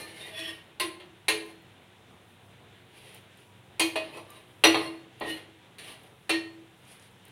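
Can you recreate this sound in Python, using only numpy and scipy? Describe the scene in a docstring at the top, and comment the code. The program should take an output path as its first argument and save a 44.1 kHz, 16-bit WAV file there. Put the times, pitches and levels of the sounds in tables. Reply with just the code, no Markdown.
"""In a small hard kitchen a thin steel spatula clinks on a cast-iron griddle, scrapes it and brushes the flatbread.
Blows are decaying noise that excites damped blade-and-pan modes, over a slow boom and thud; a few modes sing out alone.
Scrapes and brushes are uneven friction noise, coloured and swelling with speed; crumbs and fat tick in bright snaps.
Shaped noise makes the burner hiss and wavering sines the appliance hum; decaying noise makes the reflections."""
import sys
import numpy as np
from scipy import signal
from scipy.fft import rfft, irfft, next_fast_len
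from scipy.io import wavfile
from scipy.ndimage import uniform_filter1d

SR = 44100
rng = np.random.default_rng(int(sys.argv[2]) if len(sys.argv) > 2 else 0)


def materialize(psi):
    """Save the field psi as 16-bit PCM at rate SR to the path in sys.argv[1].

    A 1-D psi becomes a single channel; in a 2-D psi each row is a channel.
    """
    bounded = np.clip(np.atleast_2d(psi).T, -1, 1)
    quanta = np.round(bounded * 32767).astype(np.int16)
    wavfile.write(sys.argv[1], SR, quanta)


def linear_from_db(decibels):
    """Turn decibels (scalar or array-like) into linear amplitude factors; 0 gives 1."""
    return 10 ** (np.asarray(decibels, float) / 20)


N = 322371

# impacts of blade on pan: t/s, nominal peak level/dB,
# then relative levels: pan boom/dB, low clatter/dB, edge sharpness (top band)/dB
BLOW_EVENTS = [(0.0044, -44, 1, -14, -3), (0.389, -32, -9, -14, -10), (0.4776, -42, -21, -3, -7),
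               (0.798, -19, -16.5, -9, -8), (0.9989, -39.5, -18, -5.5, -19),
               (1.282, -10.5, -16, -11, -11.5), (3.7954, -14.5, -9, -7.5, -4.5),
               (3.9564, -20.5, -21, -1, -17), (4.1696, -46, -13, 13.5, -4),
               (4.6376, -2.5, -16.5, -7.5, -16), (4.7437, -16, -14.5, 0, -23.5),
               (5.2085, -32.5, -4.5, 5.5, -35), (5.783, -38.5, -36, -21, -9), (6.2932, -16, -6, -5, -12)]
# modes of blade and pan together: f/Hz, t60/s before contact damping, level when struck/dB
PLATE_MODES = [(339.5, 0.54, -13), (448, 0.19, -3.5), (635, 0.36, -2.5), (1043, 0.3, -4), (1163, 0.13, -6),
               (1449, 0.2, -17), (1780, 0.82, -21.5), (1878, 0.28, -5), (1967, 0.32, -6),
               (2127, 0.18, -0.5), (2240, 0.08, -0.5), (2450, 0.23, -10), (2437, 0.061, -2.5),
               (2784, 0.19, -1), (2620, 0.34, -32), (2820, 0.24, -19.5), (3013, 0.73, -24.5),
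               (3050, 0.27, -18.5), (3580, 0.13, -29), (3840, 0.032, -8), (3870, 0.25, -11),
               (3880, 0.37, -26), (4190, .2, -24), (4320, 0.42, -35), (4220, 0.51, -21.5),
               (5210, 0.18, -20), (5700, 0.14, -24), (5870, 0.096, -33.5), (6800, .2, -26.5),
               (7130, 0.12, -30), (7770, 0.13, -28.5), (8550, 0.1, -31), (9040, 0.15, -23.5),
               (9160, .18, -25), (9620, .18, -23), (9740, .15, -25.5), (10090, 0.32, -34),
               (11400, .25, -31), (12600, .3, -34), (12800, .25, -34), (13200, 0.25, -39), (14400, .2, -43)]
TREBLE_UNDER_TOP_DB = -5  # a sharper edge lifts treble and top together


def unit(x):
    """Normalisation: scale to rms 1."""
    return x / np.sqrt(np.mean(x ** 2))


def colour(x, points):
    """Minimum-phase filtering: a causal response follows from the (f/Hz, level/dB) spectrum by its cepstrum."""
    hz = np.maximum(np.arange(1025) * SR / 2048, 10)
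    point_hz, point_db = np.transpose(points)
    db = np.interp(np.log(hz), np.log(point_hz), point_db)
    cepstrum = irfft(np.log(linear_from_db(db)))
    # fold the cepstrum onto positive time
    cepstrum[1:1024] *= 2
    cepstrum[1025:] = 0
    response = irfft(np.exp(rfft(cepstrum)))
    return signal.fftconvolve(x, response)[:len(x)]


def split(x):
    """Complementary band filters: low, middle, treble and top parts add up to the whole."""
    # borders between the four bands: f/Hz
    edges_hz = [1400, 4700, 8200]
    size = next_fast_len(len(x))
    hz = np.arange(size // 2 + 1) * SR / size
    below = [0, *(np.clip(.5 - 5 * (hz / edge - 1), 0, 1) for edge in edges_hz), 1]
    spectrum = rfft(x, size)
    return [irfft(spectrum * (upper - lower), size)[:len(x)] for lower, upper in zip(below, below[1:])]


def walk(rate, count=N):
    """Slow random modulation: normal values, each held about 1 / rate s, are smoothed twice."""
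    held = int(SR / rate)
    steps = np.repeat(rng.standard_normal(count // held + 1), held)
    return 0.97 * uniform_filter1d(uniform_filter1d(steps, held), held)[:count]


def add(out, sound, s):
    """Superposition: mix a sound in at time s."""
    i = int(s * SR)
    out[i:i + len(sound)] += sound[:N - i]


def fading(hz, t60, t):
    """Free damped oscillation: a sine falls by 60 dB in t60."""
    return np.sin(2 * np.pi * hz * t) * np.exp(-np.log(1000) * t / t60)


def crowd(count=110, t60_s=.13):
    """High modal density: many short plate modes sum; the place of contact picks them anew each time."""
    hz = 400 + 15200 * rng.random((count, 1))
    db = 5 * rng.standard_normal(count)
    response = linear_from_db(db) @ fading(hz, t60_s, np.arange(SR // 6) / SR)
    return response / np.sqrt(np.sum(response ** 2))


def burner(level_db=-57):
    """Broadband turbulence noise: a shaped hiss whose four bands swell a little on their own."""
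    # hiss spectrum: f/Hz, relative level per Hz/dB
    burner_spectrum = [(15, -65), (25, -42), (64, -11.5), (127, -3.5), (195, -8.5), (236, -9), (354, -10),
                       (659, -13.5), (734, -11), (962, -15), (1160, -16.5), (3620, -17.5), (4610, -32),
                       (9570, -34.5), (16000, -39)]
    parts = split(colour(rng.standard_normal(N), burner_spectrum))
    hiss = sum(part * linear_from_db(1.0 * walk(5.) + 1.2 * walk(25.)) for part in parts)
    return linear_from_db(level_db) * unit(hiss)


def appliance_hum(waver_db=4.5):
    """Line spectrum: steady-pitched sines, each wavering in level on its own."""
    # hum lines: f/Hz, middle of the wavering peak level/dB
    hum_lines = [(100.5, -64.5), (124.5, -66), (188.4, -68.5), (360.7, -70.5), (452.2, -74.5), (963.6, -74)]
    t = np.arange(N) / SR
    hum = np.zeros(N)
    for hz, db in hum_lines:
        hum += linear_from_db(db + waver_db * walk(11.0)) * np.sin(2 * np.pi * (hz * t + rng.random()))
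    return hum


def kitchen(dry, wet_db=-8.5, gap_s=0.0081):
    """Diffuse reverberation: dense reflections from tiles and steel; the treble dies first."""
    # reverberation time: f/Hz, t60/s
    kitchen_decay = [(200, 0.68), (1000, 0.49), (4000, 0.38), (12000, 0.32)]
    decay_hz, decay_s = np.transpose(kitchen_decay)
    t = np.arange(SR // 2) / SR
    tail = np.zeros(len(t))
    for hz in 125 * 2. ** np.arange(8):  # octave bands
        limits = [hz / np.sqrt(2), min(hz * np.sqrt(2), .48 * SR)]
        band = signal.butter(2, limits, "band", fs=SR, output="sos")
        t60 = np.interp(np.log(hz), np.log(decay_hz), decay_s)
        tail += signal.sosfilt(band, rng.standard_normal(len(t))) * np.exp(-np.log(1000) * t / t60)
    tail = tail * (t > gap_s)
    return dry + linear_from_db(wet_db) * signal.fftconvolve(dry, tail / np.sqrt(np.sum(tail ** 2)))[:N]


def ticks(t60_s=0.023):
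    """Transient radiation of crumbs and fat: tiny snaps of band-passed, quickly decaying noise."""
    # ticks: t/s, nominal peak level/dB, f/Hz (the band spans about 0.85 f to 1.6 f)
    tick_events = [(1.4621, -51, 9680), (1.6214, -58, 13300), (3.1453, -41, 10500), (3.373, -55, 9530),
                   (4.3037, -43.5, 9100), (5.1994, -44, 9220), (6.0331, -52, 10180), (6.8513, -56, 5366),
                   (6.9966, -49, 6000), (7.0234, -52, 6000), (7.2522, -47.5, 9620), (7.2818, -53, 10600)]
    out, t = np.zeros(N), np.arange(2000) / SR
    for s, peak_db, hz in tick_events:
        band = signal.butter(2, [.85 * hz, min(1.6 * hz, .45 * SR)], "band", fs=SR)
        snap = signal.lfilter(*band, rng.standard_normal(len(t))) * np.exp(-np.log(1000) * t / t60_s)
        add(out, linear_from_db(peak_db) * snap, s)
    return out


def slides(events, up_db_per_s, down_db_per_s, ring_db, landing_s=0.0073, scatter_db=5, grit_db=1.0,
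           judder_db=2.5, damped=2.36, brighten=0.39):
    """Friction excitation: uneven grit under an edge that speeds up, holds and slows also drives the modes."""
    # friction spectrum: f/Hz, relative level per Hz/dB
    friction_spectrum = [(88, -18.5), (150, -0.5), (172, -11), (213, -17), (328, 1), (484, -2.5), (524, -4),
                         (854, -4.5), (1450, -20.5), (2810, -9.5), (7320, -30), (9630, -17), (16000, -34)]
    out = np.zeros(N)
    t = np.arange(SR) / SR - .3  # zero when full speed is reached
    hz, t60, struck_db = np.transpose(PLATE_MODES)
    modes = fading(hz[:, None], t60[:, None] / damped, np.arange(SR // 3) / SR)
    landings = np.transpose(BLOW_EVENTS)[0]
    for s, held_s, level_db, low_db, sharp_db in events:
        # a slide that begins with a blow comes up to speed far faster
        lands = np.min(abs(landings - s)) < .02
        rise_db = t * (40 / landing_s if lands else up_db_per_s)
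        slowed_db = np.minimum(rise_db, 0) - down_db_per_s * np.maximum(t - held_s, 0)
        speed = linear_from_db(level_db + slowed_db)
        edge_db = sharp_db + brighten * slowed_db  # a slower edge is also duller

        unevenness_db = grit_db * rng.standard_normal(SR) + judder_db * walk(61.9, count=SR)
        grit = rng.standard_normal(SR) * linear_from_db(unevenness_db)
        rubbed = grit + linear_from_db(ring_db) * signal.fftconvolve(grit, crowd())[:SR]
        part_db = (low_db, 0, edge_db + TREBLE_UNDER_TOP_DB, edge_db)
        parts = zip(split(colour(rubbed, friction_spectrum)), part_db)
        scrape = speed * sum(linear_from_db(db) * unit(part) for part, db in parts)

        # the contact picks the modes unevenly
        response = linear_from_db(struck_db + scatter_db * rng.standard_normal(len(hz))) @ modes
        response = response / np.sqrt(np.sum(response ** 2))
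        ring = signal.fftconvolve(grit * speed, response)[:SR]
        sound = scrape + linear_from_db(ring_db) * ring
        start_s = s + t[0]
        skip = max(int(-start_s * SR), 0)
        add(out, sound[skip:], max(start_s, 0))
    return out


def bread_brushes():
    """Weakly coupled friction: the flat of the blade brushes the bread and rings little."""
    # brushes: t/s at full speed, held/s, friction level/dB, then relative: rumble/dB, edge sharpness/dB
    brush_events = [(1.47, 0.031, -68, 6, -1), (2.97, 0.077, -59.5, -4.5, -9),
                    (3.08, 0.077, -56.5, -3.5, -9), (3.39, .03, -64.5, -6, -9),
                    (5.785, 0.14, -50.5, -7, -9), (6.04, 0.03, -65.5, 5, -5), (6.9, 0.037, -59.5, -23, -4),
                    (7.01, .04, -63, -13, -6), (7.255, 0.034, -62, -7, -17)]
    return slides(brush_events, up_db_per_s=150, down_db_per_s=191, ring_db=-13.0)


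def iron_scrapes():
    """Strongly coupled friction: the edge scrapes bare iron and rings it."""
    # scrapes: t/s at full speed, held/s, friction level/dB, then relative: rumble/dB, edge sharpness/dB
    scrape_events = [(0.0, 0.011, -51.5, 2.5, -2), (.1, 0.1, -53.5, -6, -8), (.22, 0.055, -50, -3.5, -8),
                     (.365, 0.14, -47.5, -17, -9.5), (4.05, 0.016, -53, -1, -17),
                     (4.14, 0.033, -52.5, 3.5, -11), (4.3, 0.065, -59, -3, -9), (4.78, 0.06, -46, -3, -8.5),
                     (5.213, 0.023, -46.5, 10.5, -28), (5.295, 0.0081, -43, -16, -7)]
    return slides(scrape_events, up_db_per_s=189, down_db_per_s=151.5, ring_db=-2.5)


def singing_modes(rough=1.67, contact_width=.06, swell=0.23, settle_s=0.063, rub_s=.075, bend=.012):
    """Driven, then free vibration: a mode swells, rough and widened, under contact and then rings out."""
    # single modes left free by the contact: t/s, f/Hz before bending, level/dB before roughness, driven for/s
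    note_events = [(0, 1780, -50.5, 0.037), (0, 4170, -47.5, 0.04), (0, 1203, -54, 0.06),
                   (0, 2417, -51.5, .03), (0.19, 2740, -56, 0.087), (.2, 3720, -49, 0.059),
                   (.229, 1935, -51.5, 0.067), (.3, 655, -51.5, 0.14), (.318, 3360, -45.5, 0.18),
                   (.339, 2510, -51, 0.081), (.341, 5416, -57.5, .16), (0.399, 3020, -53, 0.108),
                   (.35, 1876, -50.5, 0.167), (.799, 1048, -39, 0.051), (.8, 360, -40, 0.044),
                   (1.282, 428, -41, 0.094), (1.28, 4220, -42, 0.031), (3.794, 2482, -30.5, 0.047),
                   (3.795, 3157, -46, 0.032), (3.799, 4200, -32, 0.029), (3.957, 2511, -29.5, .006),
                   (3.958, 635, -29.5, 0.017), (4.131, 2555, -53.5, 0.049), (4.286, 1196, -56, 0.046),
                   (4.637, 5870, -30, 0.041), (4.64, 4370, -31.5, .014), (4.769, 1052, -40, 0.044),
                   (4.821, 4310, -50, 0.053), (5.212, 1896, -43.5, 0.067), (5.26, 324.5, -45, 0.058),
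                   (5.276, 1858, -38, 0.027), (5.275, 2900, -43, 0.056), (5.3, 4180, -47.5, .03),
                   (6.292, 4310, -38, 0.035), (6.298, 3320, -43.5, 0.028), (6.296, 2723, -28, 0.018),
                   (6.336, 1862, -32.5, 0.017)]
    out, t = np.zeros(N), np.arange(SR // 2) / SR
    mode_hz, mode_t60 = np.transpose(PLATE_MODES)[:2]
    for s, hz, db, driven_s in note_events:
        t60 = mode_t60[np.argmin(abs(mode_hz - hz))]  # of the nearest listed mode
        free_s = np.maximum(t - driven_s, 0)
        shape = np.minimum(t / (swell * driven_s), 1) * np.exp(-np.log(1000) * free_s / t60)
        wobble = [walk(25.0 + contact_width * hz, count=len(t)) for _ in range(2)]
        # a short knock leaves the mode cleaner than a long rub
        contact = min(driven_s / rub_s, 1) * np.exp(-free_s / settle_s)
        carrier = 1 + rough * contact * (wobble[0] + 1j * wobble[1])
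        # pitch wanders as the blade flexes
        flexed_hz = hz * (1 + bend * contact * walk(12., count=len(t)))
        oscillation = np.exp(2j * np.pi * np.cumsum(flexed_hz) / SR)
        add(out, linear_from_db(db) * shape * (carrier * oscillation).imag, s)
    return out


def blows(rattle_s=0.037, rise_s=0.00064, top_rattle_s=0.01, ring_db=-5.5, scatter_db=4.0,
          crowd_db=-2.5, crest_db=10.5):
    """Impact excitation: the loose blade rattles and drives modes damped by the hand; pan and stove boom."""
    # clatter spectrum: f/Hz, relative level per Hz/dB
    clatter_spectrum = [(88, -54), (150, -14), (309, 1), (662, 1), (1190, -3.5), (1390, -6), (1560, -7),
                        (2550, 4.5), (3920, -0.5), (4240, 1.5), (5360, -21.5), (5790, -17), (6510, -17),
                        (9630, -28.5), (16000, -40)]
    out, booms, t = np.zeros(N), np.zeros(N), np.arange(SR // 2) / SR
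    hz, t60, struck_db = np.transpose(PLATE_MODES)
    modes = fading(hz[:, None], t60[:, None] / 1.15, t)  # the hand shortens every ring
    boom_rise = 1 - np.exp(-t / 0.027)
    boom = fading(328.7, .46, t) * boom_rise
    # the stove top under the pan, tapered to silence
    thud_db = -41
    thud = fading(101.6, 0.99, t) * boom_rise * (1 - t / t[-1])
    start = slice(0, SR // 100)  # the levels of a blow hold for its first 10 ms
    for s, peak_db, boom_db, low_db, sharp_db in BLOW_EVENTS:
        rattle = rng.standard_normal(len(t)) * linear_from_db(0.33 * walk(260.0, count=len(t)))
        rattle = rattle * (1 - np.exp(-t / rise_s))
        drive = rattle * np.exp(-2 * t / rattle_s)
        response = linear_from_db(struck_db + scatter_db * rng.standard_normal(len(hz))) @ modes
        ring = signal.fftconvolve(response, drive)[:len(t)]
        clangs = signal.fftconvolve(drive, crowd())[:len(t)]
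        shaken = unit(rattle * np.exp(-t / rattle_s)) + linear_from_db(crowd_db) * unit(clangs)

        struck = unit(colour(shaken, clatter_spectrum)) + linear_from_db(ring_db) * unit(ring)
        low, middle, treble, top = split(struck)
        top = top * (np.exp(-t / top_rattle_s) + 0.83)  # emphasise the first crack
        part_db = (low_db, 0, sharp_db + TREBLE_UNDER_TOP_DB, sharp_db)
        parts = zip((low, middle, treble, top), part_db)
        clatter = sum(linear_from_db(db) * part / np.std(part[start]) for part, db in parts)
        add(out, linear_from_db(peak_db - crest_db) * clatter, s)

        uneven_boom = linear_from_db(boom_db + 4.2 * walk(34.6, count=len(t))) * boom
        add(booms, linear_from_db(peak_db) * (uneven_boom + linear_from_db(thud_db) * thud), s)
    # thin steel radiates no deep bass
    thin_steel = signal.butter(2, 120, "high", fs=SR, output="sos")
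    return signal.sosfilt(thin_steel, out), booms


def scene():
    """Direct and reverberant fields: booms and long pure rings reach the listener with weaker reflections."""
    background = burner() + appliance_hum()
    clatter, booms = blows()
    contact_noise = clatter + iron_scrapes() + bread_brushes() + ticks()
    pan_rings = booms + singing_modes()
    return (kitchen(contact_noise) + kitchen(pan_rings, wet_db=-10.5) + background)[None]


def roll_off(x):
    """The treble ends steeply here."""
    return signal.sosfilt(signal.butter(12, 16650, fs=SR, output="sos"), x)


def record(dry):
    """Resonance and band limits: the microphone port lifts a treble band; the phone cuts deep bass and top."""
    port_hz, port_width_hz, port_gain = 9560, 990, 1
    port = signal.iirpeak(port_hz, port_hz / port_width_hz, fs=SR)
    heard = dry + port_gain * signal.lfilter(*port, dry)
    heard = signal.sosfilt(signal.butter(1, 30, "high", fs=SR, output="sos"), heard)
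    heard = signal.sosfilt(signal.ellip(8, .2, 60, 15900, fs=SR, output="sos"), heard)
    return roll_off(heard)


dry = scene()
out = record(dry)
materialize(out)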